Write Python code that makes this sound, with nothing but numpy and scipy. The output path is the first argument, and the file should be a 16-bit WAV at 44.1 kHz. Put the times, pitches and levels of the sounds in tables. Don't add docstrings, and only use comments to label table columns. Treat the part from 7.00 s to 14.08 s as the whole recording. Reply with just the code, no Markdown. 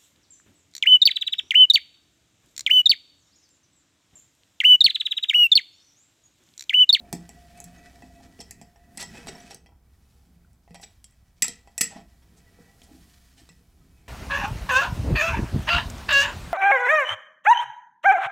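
import sys
import numpy as np
from scipy import signal
from scipy.fft import rfft, irfft
from scipy.io import wavfile
from scipy.ndimage import uniform_filter1d

SR = 44100
rng = np.random.default_rng(int(sys.argv[2]) if len(sys.argv) > 2 else 0)


def materialize(psi):
    bounded = np.clip(np.atleast_2d(psi).T, -1, 1)
    quanta = np.round(bounded * 32767).astype(np.int16)
    wavfile.write(sys.argv[1], SR, quanta)


N = 312228
DELAY_S = .001


def undb(db):
    return 10 ** (np.asarray(db) / 20)


def unit(x):
    return x / np.sqrt(np.mean(x ** 2))


def colour(x, points):
    hz, db = np.transpose(points)
    f = np.maximum(np.arange(len(x) // 2 + 1) * SR / len(x), 1)
    gain = undb(np.interp(np.log(f), np.log(hz), db))
    return irfft(rfft(x) * gain, len(x))


def walk(rate):
    k = int(SR / rate)
    steps = np.repeat(rng.standard_normal(N // k + 1), k)
    return 1.3 * uniform_filter1d(uniform_filter1d(steps, k), k)[:N]


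def rings(modes, size=12000):
    hz, db, t60 = np.transpose(modes)[:, :, None]
    t = np.arange(size) / SR
    fade = np.exp(-np.log(1000) * t / np.maximum(t60, .01))
    return undb(db) * np.sin(2 * np.pi * hz * t) * fade


def favour(f, hz, octaves):
    return np.exp(-.5 * (np.log2(f / hz) / max(octaves, .2)) ** 2)


def add(out, s, db, *parts):
    i = int((s + DELAY_S) * SR)
    for part_db, x in parts:
        out[i:i + len(x)] += undb(db + part_db) * x / np.abs(x).max()


def curve(table):
    s, *columns = np.transpose(table)
    return [np.interp(np.arange(N) / SR, s, c) for c in columns]


# start in seconds, peak of the dry crack in dB, brightest frequency in Hz,
# handle ring in dB above the crack, block ring in dB above the crack, strongest block frequency in Hz.
JAW_HITS = [(0.1265, -15.5, 7840, -19.5, -10.5, 640), (0.2907, -32, 6560, -16, -10.5, 666),
            (0.5742, -39, 5830, -13, -19, 678), (0.601, -27.5, 8600, -24, -16.5, 676),
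            (0.64, -30.5, 8350, -25, -30, 680), (0.9735, -57, 3300, -13, -6, 690),
            (1.0216, -45, 3320, 0, 5.5, 660), (1.4032, -30.5, 5500, -13.5, -8, 730),
            (1.508, -25, 7640, -19, -25, 660), (1.6131, -36, 5360, -12.5, -3.5, 660),
            (1.7587, -48, 3320, -6, 1, 678), (1.95, -52, 9820, -2, -8, 875),
            (1.9723, -22.5, 6650, -28, -18, 895), (1.9761, -23.5, 7400, -11, -28, 756),
            (1.9998, -38, 3440, -37, -31, 1290), (2.0095, -28.5, 7900, -21, -36, 754),
            (2.0256, -22, 5200, -16.5, -12.5, 1000), (2.2697, -29, 3360, -21, -4, 684),
            (2.5441, -28, 7600, -33, -21.5, 476), (2.6601, -42.5, 3270, -6.5, -10, 960),
            (2.6895, -64, 5300, -2, 12.5, 970), (3.1394, -58, 10200, -21, -18, 791),
            (3.5303, -53, 10600, -28, -15, 694), (3.676, -57.5, 3460, -1, 11.5, 689),
            (3.7064, -44.5, 3600, -11, -3, 505), (3.7439, -34.5, 5400, -15, -5.5, 830),
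            (3.7594, -44.5, 3430, -1.5, -11, 805), (3.7973, -46.5, 3450, -9, 3.5, 797),
            (4.0418, -33, 6400, -46, -36, 519), (4.1091, -48, 9000, -20, -22, 848),
            (4.122, -54, 2200, -12, -25, 848), (4.4208, -3.5, 6100, -16, -54, 1270),
            (4.4424, -21, 8000, -8.5, -12, 1230), (4.4801, -19, 6230, -23, -18, 536),
            (4.6733, -45.5, 3460, -8, 3.5, 905), (4.778, -14, 7700, -18, -25, 665),
            (4.8083, -5, 7160, -15.5, -29, 1346), (4.8123, -7, 7660, -17.5, -28.5, 457),
            (5.0129, -57, 1980, 0, -13, 738), (5.5874, -55.5, 2500, -9, 10.5, 492),
            (5.8169, -38.5, 2890, -11, -21, 740), (6.4893, -38, 2700, -10.5, -22.5, 427)]
# start in seconds, peak of the dry crack in dB,
# brightest frequency in Hz, length scale in ms, block ring in dB above the crack, strongest block Hz.
JAW_SLIPS = [(0.834, -59, 1950, 10, -19, 676), (1.1977, -56, 1940, 10, 7.5, 680),
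             (1.3862, -41.5, 3230, 7.4, 0.5, 503), (1.4037, -34, 5350, 11, -38, 684),
             (1.6207, -44, 5400, 4, -18, 692), (1.9865, -25, 2850, 32, -33, 764),
             (2.0284, -39.5, 2540, 9.5, -6, 940), (2.1346, -38.5, 1800, 26, -4.5, 910),
             (2.1685, -42, 2540, 11.2, -2, 474), (2.2746, -29.5, 1940, 16.7, -7.5, 626),
             (2.3435, -54.5, 5380, 18, 12, 681), (2.3989, -47, 2570, 13, -4, 604),
             (2.4986, -35.5, 5230, 18.7, -5.5, 715), (2.7188, -75.5, 1744, 4.8, 21, 920),
             (3.7434, -39, 1890, 13, -4, 824), (3.808, -42.5, 7500, 14, -21, 740),
             (3.8235, -33, 3600, 16, -12, 756), (4.8984, -46, 2730, 43, 3, 840),
             (4.9548, -44, 1300, 19.5, 7.5, 690), (4.9839, -50.5, 1256, 13.3, 6, 790),
             (5.214, -55.5, 1315, 20, -22.5, 1310), (5.3594, -51.5, 5580, 29.5, -12, 760),
             (5.8259, -47, 6880, 18, -25, 719), (6.362, -46, 3350, 38, -13.5, 695)]
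# usual pitch in Hz, usual level in dB, time to fade by 60 dB in seconds.
JAW_MODES = [(3240, -4.5, 0.12), (3643, -15.5, 0.018), (4160, -5, 0.035), (4800, -7.5, .04),
             (4707, -5, 0.086), (4865, -11.5, .05), (5260, -12, 0.21), (5582, 5.5, .04),
             (6270, -1.5, 0.038), (6370, -24.5, 0.078), (7696, 7, 0.096), (8200, 2, 0.022),
             (8630, 1, 0.021), (9050, -2, 0.04), (9660, -7.5, 0.037), (10540, -14, 0.014), (14700, -8, .02),
             (15500, -15.5, .02)]
# usual pitch in Hz, usual level in dB, time to fade by 60 dB in seconds.
HANDLE_MODES = [(1840, -2.5, .06), (1961.5, 4, 0.097), (2329, 2, 0.041), (2580, 1, 0.097),
                (2706, -11, 0.061)]
# pitch in Hz, level in dB, time to fade by 60 dB in seconds.
BLOCK_MODES = [(476.1, -1.5, 0.11), (699, -1.5, 0.11), (802, 3, 0.048), (961, -9, 0.12), (1323, -6.5, .05)]
CHATTER_MS, CHATTER_MS_PER_DB = 4.82, 0.11
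HIT_JAW_DB, SLIP_JAW_DB, SLIP_HANDLE_DB = -8.5, -6, -17
WIDTH_OCTAVES, NARROWING, BLOCK_OCTAVES = 1.077, 0.22, .32


def contacts(scatter_db=2.5, crack_ms=0.7, detune=.004, rattle=1.6):
    block = rings(BLOCK_MODES, size=7000)
    flutter = 1 + rattle * walk(330)
    out = np.zeros(N + 20000)
    t_ms = np.arange(4000) * 1000 / SR
    f = np.maximum(np.arange(257) * SR / 512, 50)
    soft = 1 / (1 + (f / 12000) ** 4)
    hits = [(s, db, hz, CHATTER_MS + CHATTER_MS_PER_DB * db, HIT_JAW_DB, *rest, True)
            for s, db, hz, *rest in JAW_HITS]
    slips = [(s, db, hz, ms, SLIP_JAW_DB, SLIP_HANDLE_DB, *rest, False)
             for s, db, hz, ms, *rest in JAW_SLIPS]
    for s, db, hz, ms, jaw_db, handle_db, block_db, block_hz, sharp in hits + slips:
        chance = rng.standard_normal((3, len(t_ms)))
        ms = max(ms, .2)
        clicks = chance[0] * np.abs(chance[0])
        chatter = clicks * np.exp(-(t_ms / ms) ** (1.6 if sharp else 3))
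        if sharp:
            chatter *= np.minimum(t_ms / .5 + .3, 1)
            chatter[22] = 4
        else:
            chatter *= t_ms / ms
        octaves = WIDTH_OCTAVES - NARROWING * np.log2(hz / 3000)
        crack = np.roll(irfft(soft * favour(f, hz, octaves)), 6) * np.exp(-t_ms[:512] / crack_ms)
        steel = np.array(JAW_MODES + HANDLE_MODES)
        steel[:, 0] *= 1 + detune * chance[2, :len(steel)]
        steel[:, 1] += scatter_db * chance[1, :len(steel)]
        flutter_start = rng.integers(N - 5000, size=(len(steel), 1))
        ring = rings(steel, size=5000) * flutter[flutter_start + np.arange(5000)]
        jaws = len(JAW_MODES)
        jaw = favour(steel[:jaws, 0], hz, octaves) @ ring[:jaws]
        bend = ring[jaws:].sum(axis=0)
        boom = favour(np.array(BLOCK_MODES)[:, 0], block_hz, BLOCK_OCTAVES) @ block
        push = np.hanning(12) if sharp else chatter
        add(out, s, db,
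            (0, signal.fftconvolve(chatter, crack)),
            (jaw_db, signal.fftconvolve(chatter, jaw)),
            (handle_db, signal.fftconvolve(push, bend)),
            (block_db, signal.fftconvolve(push, boom)))
    return out[:N]


# start in seconds, peak in dB before the low cut,
# strongest frequency in Hz, length of the push in ms.
KNOCKS = [(0.129, -24, 175, 6.2), (0.133, -25.5, 323, 5.2), (0.289, -48, 226, 18), (0.65, -39.5, 164, 15),
          (1.031, -40, 264, 9.5), (1.256, -47.5, 237, 8.3), (1.391, -39.5, 234, 8.3),
          (1.613, -36.5, 196, 3.4), (1.97, -42, 237, 13), (2.18, -43, 334, 7.8), (2.282, -39, 390, 16.7),
          (2.439, -41, 191, 9.5), (2.549, -47.5, 223, 7.9), (3.354, -50.5, 167, 15),
          (3.698, -40.5, 178, 21), (4.422, -34, 218, 8.3), (4.488, -37, 210, 5.8), (4.806, -27.5, 215, 7.6),
          (4.956, -35.5, 242, 8), (5.599, -44.5, 191, 6), (5.905, -45.5, 296, 19), (5.943, -46, 310, 12),
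          (6.411, -50, 318, 11), (6.499, -48, 159, 5.8)]
# pitch in Hz, level in dB, time to fade by 60 dB in seconds.
STAND_MODES = [(175, 1, 0.19), (214.3, 6.5, 0.11), (256.7, -1, 0.12), (309.8, -3, 0.07), (357, -20, 0.082)]


def thuds():
    out, stand = np.zeros(N + 20000), rings(STAND_MODES)
    for s, db, hz, ms in KNOCKS:
        size = int(ms * SR / 1000)
        push = np.hanning(size) * np.cos(2 * np.pi * hz * np.arange(size) / SR)
        boom = favour(np.array(STAND_MODES)[:, 0], hz, 0.27) @ stand
        add(out, s, db, (0, signal.fftconvolve(push, boom)))
    low_cut = signal.butter(2, 110, "high", fs=SR, output="sos")
    return signal.sosfilt(low_cut, out[:N])


# start in seconds, peak in dB, middle pitch in Hz, length in ms.
STEEL_SQUEAKS = [(.77, -57, 6500, 26), (1.398, -35, 5440, 9.9), (2.347, -45, 5440, 19),
                 (2.396, -47, 5780, 16), (2.506, -42, 5630, 20), (3.445, -59.5, 1400, 7.9),
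                 (5.45, -60.5, 1940, 54), (6.802, -67, 1277, 38.9), (6.901, -72, 2545, 177)]


def squeaks(rough=.012):
    out = np.zeros(N + 20000)
    wobble = 1 + rough * walk(300)
    for s, db, hz, ms in STEEL_SQUEAKS:
        size = int(ms * SR / 1000)
        phase = 2 * np.pi * np.cumsum(hz * wobble[int(s * SR):][:size]) / SR
        add(out, s, db, (0, np.hanning(size) * np.sin(phase)))
    return out[:N]


def grit(rate, spread_db):
    slips = (rng.random(N) < rate / SR) * rng.standard_normal(N)
    return slips * undb(spread_db * rng.exponential(size=N))


def driven(modes, x, wander_db=3.5):
    return unit(sum(signal.oaconvolve(x, ring)[:N] * undb(wander_db * walk(9))
                    for ring in rings(modes, size=6000)))


# time in seconds, groan of the block in dB, thread grinding in dB,
# load on the stand in dB.
CUTTING_LEVELS = [(0, -71, -64, -54), (.12, -75, -60.5, -56), (.25, -64.5, -74.5, -60), (.6, -55, -72, -57),
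                  (.9, -55.5, -74, -55), (1.2, -59.5, -75, -57.5), (1.45, -72, -66, -54.5),
                  (1.65, -71, -81, -62), (1.85, -65, -80, -62.5), (2.05, -59, -74, -53),
                  (2.17, -63, -56.5, -51.5), (2.38, -55.5, -62, -52.5), (2.53, -66, -59, -55.5),
                  (2.62, -97, -74, -66), (2.8, -101, -77, -71.5), (4.36, -88.5, -86, -72.5),
                  (4.75, -80.5, -75, -67.5), (4.9, -71.5, -61, -65), (4.99, -70, -66, -54),
                  (5.07, -85, -85.5, -64.5), (5.3, -88.5, -70, -65), (5.6, -79, -66.5, -62),
                  (6.43, -79, -77, -64), (6.66, -91, -79, -64.5), (7.08, -91.5, -78, -65.5)]


def cutting():
    groan_db, grind_db, load_db = curve(CUTTING_LEVELS)
    main_mode = BLOCK_MODES[1:2]
    phase = 2 * np.pi * np.cumsum(main_mode[0][0] * (1 + .012 * walk(30))) / SR
    locked = np.sin(phase) * undb(3.5 * walk(40))
    loose = driven(main_mode, rng.standard_normal(N), wander_db=0)
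    groan = unit(unit(locked) + undb(-3) * loose)
    chips = grit(1500, 1.6) * undb(2.5 * walk(22))
    crunch = unit(colour(chips, [(150, -31), (330, -1), (800, -5), (1500, -13.5), (4000, -43)]))
    grind = driven(BLOCK_MODES, chips) + undb(-8.0) * crunch
    load = driven(STAND_MODES, rng.standard_normal(N) * undb(3.0 * walk(12)))
    return undb(groan_db) * groan + undb(grind_db) * grind + undb(load_db) * load


# time in seconds, handle rub in dB, jaw scraping in dB.
SLIDING_LEVELS = [(0, -74, -79), (.37, -71, -67), (.69, -66.5, -66), (1.12, -74.5, -66.5), (1.83, -78, -79),
                  (2.09, -70, -67), (2.15, -58.5, -58.5), (2.4, -63, -59.5), (2.53, -63, -58),
                  (2.62, -98, -86), (2.9, -87, -83), (3.14, -83.5, -74.5), (3.45, -88, -85.5),
                  (3.71, -100, -77.5), (3.88, -83, -74), (4.2, -86, -79.5), (4.67, -84, -74.5),
                  (4.86, -72.5, -73), (4.97, -64, -64), (5.06, -84, -76), (5.4, -74.5, -74.5),
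                  (5.94, -77.5, -68.5), (6.4, -76, -67.5), (6.66, -86.5, -77.5), (7.08, -78.5, -76.5)]


def sliding():
    handle_db, scrape_db = curve(SLIDING_LEVELS)
    slips = grit(3500, 1.1) * undb(2.4 * walk(60))
    rub = unit(colour(slips, [(900, -19.5), (1600, -5.0), (2200, -8.5), (3000, -7.0), (6000, -42.0)]))
    handle = undb(4) * driven(HANDLE_MODES, slips) + rub
    rasp = unit(colour(slips, [(1500, -24.5), (3000, -2.0), (5500, 1.5), (9000, -5.0), (16000, -22.5)]))
    scrape = undb(-10.5) * driven(JAW_MODES, slips) + rasp
    return undb(handle_db) * handle + undb(scrape_db) * scrape


# time in seconds, rustle in dB.
RUSTLE_LEVELS = [(0.0, -70.5), (0.59, -68.5), (1.87, -74), (1.99, -65), (2.15, -67), (2.4, -67.5),
                 (2.64, -99), (2.9, -77.5), (3.1, -73), (3.63, -81.5), (3.92, -74), (4.18, -81),
                 (5.3, -72.5), (6.03, -65), (6.7, -73), (7.08, -74)]
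# frequency in Hz, relative level in dB per Hz.
CLOTH_TONE = [(590, -30.5), (1000, -2.5), (1880, -8), (3940, -4), (11700, -6), (15200, -10), (15900, -13.5),
              (16500, -36.5)]


def sleeves():
    rustle_db, = curve(RUSTLE_LEVELS)
    cloth = unit(colour(rng.standard_normal(N) * undb(0.82 * walk(25)), CLOTH_TONE))
    return undb(rustle_db) * cloth


# frequency in Hz, time to fade by 60 dB in seconds.
ROOM_FADE = [(300, 0.38), (2000, 0.35), (6000, 0.24), (14000, 0.11)]
ROOM_DB = -11.5


def room(x):
    t, tail = np.arange(20000) / SR, 0
    hz, t60 = np.transpose(ROOM_FADE)
    for f in 177 * 2. ** np.arange(7):
        octave = signal.butter(2, [f / 2 ** .5, f * 2 ** .5], "band", fs=SR, output="sos")
        band = signal.sosfilt(octave, rng.standard_normal(len(t)))
        tail = tail + band * np.exp(-np.log(1000) * t / np.interp(np.log(f), np.log(hz), t60))
    tail = tail * np.clip(t / 0.0036 - .4, 0, 1)
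    return undb(ROOM_DB) * signal.fftconvolve(x, tail / np.sqrt(np.sum(tail ** 2)))[:N]


# frequency in Hz, relative level in dB per Hz.
AIR_TONE = [(12, -36.5), (20, -7), (44, 0.5), (71, 2), (156, -10), (224, -15.5), (404, -30.5), (670, -27),
            (1560, -32), (1950, -39.5), (2120, -34), (3830, -57), (15200, -40), (16500, -61.5)]
AIR_DB = -60.0
HUM_HZ, HUM_DB = 62.9, -62


def air():
    phase = 2 * np.pi * np.cumsum(HUM_HZ * (1 + 0.02648 * walk(3.0))) / SR
    hum = np.sqrt(2) * np.sin(phase) * undb(HUM_DB + 2.7 * walk(4))
    return undb(AIR_DB) * unit(colour(rng.standard_normal(N), AIR_TONE)) + hum


OWN_DB = -41.5


def scene():
    near = contacts() + thuds() + squeaks() + cutting() + sliding() + sleeves()
    mono = near + room(near) + air()
    side = undb(OWN_DB) * (room(near) + air())
    return np.array([mono + side, mono - side])


LEFT_DB, HISS_DB = -.7, -79
TOP_HZ = 16300


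def record(dry):
    gains = undb([[LEFT_DB / 2], [-LEFT_DB / 2]])
    x = dry * gains + undb(HISS_DB) * rng.standard_normal(dry.shape)
    return signal.sosfilt(signal.ellip(10, .2, 60, TOP_HZ, fs=SR, output="sos"), x)


dry = scene()
out = record(dry)
materialize(out)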